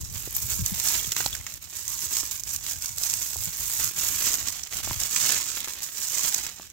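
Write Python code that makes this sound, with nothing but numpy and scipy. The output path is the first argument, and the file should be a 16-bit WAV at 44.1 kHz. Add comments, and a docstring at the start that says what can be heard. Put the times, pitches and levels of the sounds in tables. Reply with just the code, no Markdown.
"""Outdoors, close to a heap of wood charcoal, a hand rakes through the pieces in uneven pushes.
Brittle faces scrape in showers of tiny slips, edges snap and splinters tick. Loose lumps clink,
heavy ones knock and a few dense sticks ring. The heap scatters the sound of every contact.
Air buffets the microphone's two openings, and the right one has a bright resonance."""
import sys
import numpy as np
from scipy import signal
from scipy.fft import rfft, irfft, next_fast_len
from scipy.io import wavfile

SR = 44100
rng = np.random.default_rng(int(sys.argv[2]) if len(sys.argv) > 2 else 0)


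def int16_out(signal):
    """Quantize to a 16-bit WAV file."""
    q = np.round(np.clip(np.atleast_2d(signal).T, -1, 1) * 32767)
    wavfile.write(sys.argv[1], SR, q.astype(np.int16))


N = 296650

# The hand pushes into the heap. Each row: start in seconds, build-up in seconds, scrape level in dB,
# seconds to settle by 60 dB, then coarse lumps and fine dust, both in dB relative to the scrape.
HAND_PUSHES = [(0.0, 0.013, -37, 0.95, -19, -3), (0.117, 0.022, -39, 6.2, -8.5, 4),
               (0.342, 0.0086, -32, 1.3, -14, 4.5), (0.474, 0.037, -29, 0.9, -15.5, 1.5),
               (0.627, 0.043, -33.5, 3.1, -12, 2.5), (0.728, 0.051, -29.5, 1.6, -11.5, 0.5),
               (0.835, 0.04, -23, 1.25, -11.5, -2), (1.161, 0.038, -30, 0.89, -9, 0),
               (1.44, 0.016, -43.5, 5.3, -7.5, 0.5), (1.62, 0.007, -43, 1.1, -9.5, -1.5),
               (1.688, 0.066, -34.5, 3, -16.5, -4), (1.828, 0.206, -30, 1, -17.5, -2),
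               (2.105, 0.048, -24, 0.66, -17, -3.5), (2.308, 0.0078, -31, 0.76, -14.5, -0.5),
               (2.45, 0.092, -31.5, 0.23, -17, -0.5), (2.59, 0.11, -29.5, 0.38, -13.5, -2),
               (2.771, 0.082, -31, 0.56, -15.5, -1.5), (2.949, 0.094, -27.5, 2.8, -16.5, -2),
               (3.407, 0.0077, -31, 1.24, -15, 0), (3.495, 0.25, -28.5, 0.53, -12.5, 2.5),
               (3.735, 0.1, -27.5, 0.48, -11, 0.5), (3.929, 0.067, -27.5, 13, -11.5, -0.5),
               (4.207, 0.064, -24, 5.2, -11.5, -3.5), (4.355, 0.0092, -31.5, 10, -9.5, -4.5),
               (4.464, 0.023, -28.5, 0.68, -10.5, -4.5), (4.664, 0.096, -33, 0.69, -7.5, 0),
               (4.817, 0.023, -33.5, 3.7, -8, -0.5), (4.991, 0.01, -26.5, 1.12, -11.5, -3),
               (5.084, 0.18, -20.5, 1.5, -13, -8.5), (5.54, 0.041, -34, 0.73, -5.5, 0),
               (5.674, 0.01, -35, 1, -5.5, -1.5), (5.815, 0.012, -31.5, 0.85, -12.5, -2),
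               (5.902, 0.16, -29, 2.9, -15.5, -4.5), (6.122, 0.12, -24, 1.6, -13, -5),
               (6.395, 0.075, -39, 0.91, -6, -3)]
# The hand lets go and the scraping dips. Each row: start in seconds, end in seconds.
HAND_RESTS = [(1.58, 1.614), (2.41, 2.44), (4.678, 4.708), (4.812, 4.83)]


def pushing(creep_db=-60, rest_db=-10, rest_fade_s=.006, uneven_db=1.04):
    """Each push takes over, peaks and settles. Gives the scrape level and lump and dust shares in dB."""
    t = np.arange(N) / SR
    level = np.zeros((3, N))
    for start, build_s, db, t60, coarse_db, fine_db in HAND_PUSHES:
        grip = np.clip((t - start) / build_s, 0, 1)
        scrape = amp(db - 60 * np.maximum(t - start - build_s, 0) / t60)
        level = (1 - grip) * level + amp([[0], [coarse_db], [fine_db]]) * (grip * scrape)
    grit_db, lumps_db, dust_db = 20 * np.log10(np.hypot(level, amp(creep_db)))  # never quite still
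    resting = sum(np.clip(np.minimum(t - start, end - t) / rest_fade_s + .5, 0, 1)
                  for start, end in HAND_RESTS)
    scrape_db = grit_db + rest_db * resting + uneven_db * wobble(35)  # the heap yields unevenly
    return scrape_db, lumps_db - grit_db, dust_db - grit_db


# The tone of grit, of lumps and of dust. Each row: frequency in Hz, gain in dB.
GRIT_TONE = [(100, -59), (1000, -3.5), (2500, -7), (5000, -1.5), (8500, -0.5), (11500, -4.5), (16000, -8)]
LUMP_TONE = [(150, 2.5), (550, -3), (2200, 4), (4000, 1), (8000, -13), (16000, -63)]
DUST_TONE = [(2000, -19.5), (7000, -11.5), (11500, 2.5), (16000, -4)]


def scraping(scrape_db, lumps_db, dust_db):
    """Faces catch and let go in clumps of slips: a fine crunch, a duller rattle and a dusty fizz."""
    catch_db = wobble(90) + 2.5 * wobble(350)
    busy = np.clip(amp(scrape_db + 30), .6, 2.2)  # a gentle push gives fewer, separate ticks
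    grit = slips(per_second=3500, spread_db=2.5, busy=busy) * amp(catch_db + 1.7 * wobble(200))
    lumps = slips(per_second=2500, spread_db=4, busy=busy) * amp(.5 * catch_db + 3 * wobble(110))
    dust = slips(per_second=3500, spread_db=2, busy=busy) * amp(catch_db + 1.9 * wobble(200))
    crunch = amp(-9) * unit(colour(grit, GRIT_TONE))
    rattle = amp(lumps_db + 1.5) * unit(colour(lumps, LUMP_TONE))
    fizz = amp(dust_db - 3.5) * unit(colour(dust, DUST_TONE))
    return amp(scrape_db) * (crunch + rattle + fizz)


def slips(per_second, spread_db, busy, count=60000):
    """Tiny clicks of unequal size from all around; busy multiplies their rate at the same mean power."""
    at = rng.integers(0, N, count)
    happens = rng.random(count) < per_second * busy[at] * N / SR / count
    sizes = amp(spread_db * rng.normal(size=count).clip(-3, 3)) * happens / np.sqrt(busy[at])
    channels = []
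    for _ in range(2):
        arrival = at + rng.integers(0, 12, count)
        channels.append(np.bincount(arrival, sizes * rng.choice([-1, 1], count), N)[:N])
    return unit(np.array(channels))


def jostling(scrape_db, pitch_hz, t60, level_db, spread_db, count=800, size=512):
    """Small loose pieces tick against each other; they stand out most when the heap moves gently."""
    out = np.zeros((2, N))
    times = rng.integers(0, N, count)
    for at, (bulk, strength) in zip(times, rng.normal(size=(count, 2)).clip(-1.5, 1.5)):
        voice = ring(pitch_hz * np.exp(-.5 * bulk), t60, size=size)  # bigger pieces ring lower
        tick = crack(crumble_db=-2, t60=0.0024, size=size) + 0.11 * voice
        add(out, at / SR, amp(0.89 * scrape_db[at] + level_db + spread_db * strength) * tick)
    return colour(out, [(500, -12.5), (2000, -4.5), (6000, 1), (16000, -11)])


# Edges breaking. 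Each row: start in seconds, level in dB.
EDGE_SNAPS = [(0.661, -3.5), (0.7986, -2.5), (0.885, -2), (1.1186, -5), (1.135, -16), (1.209, -13),
              (1.539, -14), (1.8786, -8), (2.168, -4), (2.3107, -9), (2.3965, -14.5), (2.401, -16),
              (2.435, -13), (2.502, -13), (2.5615, -7), (2.822, -10), (2.858, -9), (2.9826, -6),
              (3.035, -4), (3.098, -6), (3.1377, -4), (3.227, -8.5), (3.455, -10.5), (4.332, -5),
              (4.34, -2.5), (4.484, -5.5), (4.769, -10), (4.8458, -16), (5.002, -7.5), (5.034, -4),
              (5.1608, -4), (5.291, -3), (5.3211, -4), (5.604, -10), (5.7347, -15), (5.831, -10.5),
              (6.343, -4), (6.345, -1), (6.56, -24), (6.62, -22), (6.7, -27)]
# The tone of a breaking edge. Each row: frequency in Hz, gain in dB.
SNAP_TONE = [(600, -17.5), (2500, -8), (5000, -0.5)]


def snaps():
    """A brittle edge snaps over another: a crack and a brief high ring."""
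    out = np.zeros((2, N))
    for start, db in EDGE_SNAPS:
        snap = crack(crumble_db=-2, t60=0.007)
        voice = ring(pitch_hz=5500 * np.exp(0.2 * rng.normal()), t60=0.01)
        add(out, start + .001, amp(db + 1.5) * (snap + 0.03 * voice))
    return colour(out, SNAP_TONE)


# Tiny splinters. Each row: start in seconds, level in dB.
SPLINTERS = [(0.366, -8), (0.379, -18), (.3913, -17), (0.6626, -10), (3.447, -13), (4.355, -14),
             (6.323, -18)]


def splinters():
    """A splinter breaks off with a very short, very high ring."""
    out = np.zeros((2, N))
    for start, db in SPLINTERS:
        add(out, start, amp(db - 3.5) * ring(pitch_hz=12700, t60=0.0054))
    return out


# Lumps hitting each other. Each row: start in seconds, level in dB, pitch in Hz.
LUMP_CLINKS = [(1.1198, -18.5, 3300), (1.1645, -13, 2160), (1.2049, -17, 1550), (1.261, -18, 4300),
               (1.3506, -20.5, 2070), (1.4106, -32, 2000), (1.466, -22, 1830), (2.664, -23, 2960),
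               (4.634, -27.5, 5430), (4.671, -30.5, 2630), (5.1624, -13, 2329), (5.604, -28, 3460),
               (5.644, -21, 2597), (6.4655, -20.5, 1850)]


def clinks(crush_s=0.00031, rebound_s=0.011, rebound_db=-10.5):
    """Two lumps collide: a crumbling clack around the lump's pitch, a short ring and one weak rebound."""
    out = np.zeros((2, N))
    for start, db, hz in LUMP_CLINKS:
        gap_s = rebound_s * np.exp(0.51 * rng.normal())
        for delay, loss_db in [(0, 0), (gap_s, rebound_db)]:
            crumbs = burst(t60=0.018)
            crush = 1 - np.exp(-np.arange(crumbs.shape[1]) / SR / crush_s)  # softens the first instant
            clack = colour(crumbs * crush, [(hz / 4, -13), (hz, 1), (hz * 2, -8.5), (16000, -12)])
            voice = crush * ring(hz, t60=0.006, overtone_db=-3)
            add(out, start + delay, amp(db + loss_db) * (voice + amp(23) * clack))
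    return out


# Heavy lumps settling. Each row: start in seconds, level in dB, pitch in Hz.
HEAVY_KNOCKS = [(0.2741, -36, 555), (1.203, -26, 840), (1.26, -21.5, 810), (2.232, -32, 1290),
                (3.014, -39, 656), (3.358, -32.5, 900), (4.874, -26.5, 765), (4.909, -23.5, 980),
                (5.674, -30.5, 1240), (6.597, -34, 870)]


def knocks():
    """Heavy lumps land with a dead knock and shake the loose bed below."""
    out, bed = np.zeros((2, N)), np.zeros((2, N))
    for start, db, hz in HEAVY_KNOCKS:
        add(out, start + 0.00131, amp(db + 5) * ring(hz, t60=0.0083, overtone_db=-7.5))
        # the bed gives way, so a harder blow makes its thud only a little louder
        add(bed, start + 0.00066, amp(.2 * db - 4) * crack(crumble_db=2, t60=0.008))
    return out + colour(bed, [(100, -1), (350, 6), (900, -25), (2000, -18), (8000, -52)])


# Struck sticks. Each row: start in seconds, level in dB, pitch in Hz.
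STICK_RINGS = [(0.994, -26, 3350), (1.044, -26, 3370), (1.329, -22, 3400)]


def sticks():
    """Dense sticks ring on one clear note."""
    out = np.zeros((2, N))
    for start, db, hz in STICK_RINGS:
        add(out, start, amp(db) * ring(hz, t60=0.03, overtone_db=-25))
    return out


# The notes inside one lump. Each row: multiple of its pitch, level in dB, share of the ringing time.
LUMP_NOTES = [(1, 0, 1), (1.42, -3, .7), (2.13, -8, .6), (3.05, -13, .4)]


def ring(pitch_hz, t60, overtone_db=0, size=2048):
    """An irregular lump vibrates; its overtones and their strengths change with every touch."""
    t = np.arange(size) / SR
    out = np.zeros((2, size))
    for k, (ratio, db, life) in enumerate(LUMP_NOTES):
        is_overtone = k > 0
        hz = pitch_hz * ratio * np.exp(0.164 * rng.normal() * is_overtone)
        strength = amp(db + overtone_db * is_overtone + rng.normal(size=(2, 1))) * (hz < SR / 2)
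        fade = amp(-60 * t / (t60 * life))
        out += strength * fade * np.sin(2 * np.pi * (hz * t + rng.random((2, 1)) / 4))
    return out


def crack(crumble_db, t60, size=2048):
    """One clean click from the middle, trailed by crumbling."""
    out = amp(crumble_db) * burst(t60, size)
    out[0, 0] += 1
    return out


def scatter(sound, echo_db, t60, size=4096):
    """Neighbouring lumps throw back a short smear of echoes that changes as the hand moves."""
    out = sound.copy()
    for at in range(0, N, size):
        echoes = signal.fftconvolve(sound[:, at:at + size], burst(t60), axes=1)
        add(out, at / SR + .0006, amp(echo_db) * echoes)
    return out


# How alike the two openings hear the heap. Each row: frequency in Hz, likeness (1 means the same).
LIKENESS = [(300, 1), (1100, 0.85), (2000, 0.4), (6000, 0.022)]
# The tone of each opening. Each row: frequency in Hz, gain in dB.
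LEFT_TONE = [(2200, -3.5), (6800, -1.5), (8200, 1.5), (9700, -3), (16000, 5)]
RIGHT_TONE = [(1500, -2.5), (4400, 5), (5600, 11.5), (7000, 16.5), (8200, 11), (9700, -4), (11500, 2),
              (16000, 8.5)]


def microphone(pair, lag_samples=4):
    """Middle and side become left and right: long waves arrive alike, each opening adds its tone."""
    size = next_fast_len(N + SR // 2)
    likeness = along(LIKENESS, np.fft.rfftfreq(size, 1 / SR))
    angle = np.arccos(np.clip(likeness, -1, 1)) / 2
    middle, side = irfft(rfft(pair, size) * [np.cos(angle), np.sin(angle)], size)[:, :N]
    late_right = np.pad(middle - side, (lag_samples, 0))[:N]
    return np.vstack([colour(middle + side, LEFT_TONE), colour(late_right, RIGHT_TONE)])


# The strength of the air on the microphone. Each row: time in seconds, level in dB.
BUFFET_LEVELS = [(0.0, -36.5), (0.26, -47), (0.64, -36.5), (0.86, -47.5), (1.4, -47.5), (1.54, -56),
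                 (2.7, -53), (4.29, -47), (4.68, -63.5), (4.87, -40), (5.02, -53), (5.8, -65), (6.65, -57)]
# Soft bumps at the microphone. Each row: start in seconds, level in dB.
LOW_BUMPS = [(0.452, -37), (0.593, -29.5), (0.62, -29), (0.72, -30), (1.074, -36), (3.473, -38),
             (4.913, -35)]
# The tone of the buffeting and of the open air. Each row: frequency in Hz, gain in dB.
RUMBLE_TONE = [(15, -50), (30, -32), (48, 1), (75, 1), (125, -4), (200, -18.5), (1500, -47.5), (5000, -100)]
HUSH_TONE = [(25, -17), (70, -2), (300, 2), (700, -12), (3000, -2), (16000, -12)]


def air(bump_hz=115):
    """Air buffets each opening unevenly, with a few soft low bumps, over a faint outdoor hush."""
    buffet_db = np.interp(np.arange(N) / SR, *np.transpose(BUFFET_LEVELS))
    gusts = amp(6.7 * np.array([wobble(30), wobble(30)]))
    rumble = amp(buffet_db + 1) * unit(colour(gusts * rng.standard_normal((2, N)), RUMBLE_TONE))
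    t = np.arange(SR // 10) / SR
    swell = t / 0.0024 * np.exp(1 - t / 0.0059)  # a bump rises and dies within a few cycles
    for start, db in LOW_BUMPS:
        hz = bump_hz * np.exp(0.29 * rng.normal(size=(2, 1)))
        add(rumble, start - .002, amp(db - 5) * swell * np.sin(2 * np.pi * hz * t))
    hush = unit(colour(rng.standard_normal((2, N)), HUSH_TONE))
    return amp([[3.5], [0]]) * rumble + amp(-58.5) * hush  # the rumble is stronger on the left


def amp(db):
    """Turn decibels into a gain."""
    return 10 ** (np.asarray(db) / 20)


def unit(sound):
    """Scale a sound to an average power of 1."""
    return sound / np.sqrt(np.mean(sound ** 2) + 1e-20)


def along(points, hz):
    """Read between (Hz, value) points on a logarithmic frequency scale."""
    frequencies, values = np.transpose(points)
    return np.interp(np.log(hz + 1), np.log(frequencies + 1), values)


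def wobble(per_second):
    """A curve that glides to a new random value so many times a second."""
    targets = rng.standard_normal(4096).clip(-1.7, 1.7)
    return np.interp(np.arange(N) * per_second / SR, np.arange(4096), targets)


def burst(t60, size=2048):
    """Two channels of noise, each of energy 1, that fade by 60 dB in t60 seconds."""
    noise = rng.standard_normal((2, size)) * amp(-60 * np.arange(size) / SR / t60)
    return noise / np.linalg.norm(noise, axis=1, keepdims=True)


def colour(sound, points, size=4096):
    """Give a sound the tone drawn by (Hz, dB) points."""
    gains = amp(along(points, np.fft.rfftfreq(size, 1 / SR)))
    cepstrum = irfft(np.log(gains))
    cepstrum[1:size // 2] *= 2  # folded so that the filter rings only after a click, never before
    cepstrum[size // 2 + 1:] = 0
    response = irfft(np.exp(rfft(cepstrum)))
    return signal.oaconvolve(np.atleast_2d(sound), response[None], axes=1)[:, :sound.shape[-1]]


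def add(track, start_s, sound):
    """Mix a two-channel sound into a track."""
    at = max(round(start_s * SR), 0)
    part = track[:, at:at + sound.shape[-1]]
    part += sound[:, :part.shape[-1]]


def scene():
    """Every contact passes through the heap to the microphone, where the air joins in."""
    scrape_db, lumps_db, dust_db = pushing()
    heap = jostling(scrape_db, pitch_hz=4940, t60=0.023, level_db=7, spread_db=3.2)
    heap += scraping(scrape_db, lumps_db, dust_db)
    heap += snaps() + splinters() + clinks() + knocks() + sticks()
    return microphone(scatter(heap, echo_db=-9.5, t60=.024)) + air()


def record(dry, ceiling=.85, top_hz=15800):
    """Round off the tallest peaks and cut away the highest treble."""
    rounded = dry / (1 + (dry / ceiling) ** 4) ** .25
    size = next_fast_len(N + SR // 2)
    in_band = np.fft.rfftfreq(size, 1 / SR) < top_hz
    return irfft(rfft(rounded, size) * in_band, size)[:, :N]


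dry = scene()
out = record(dry)
int16_out(out)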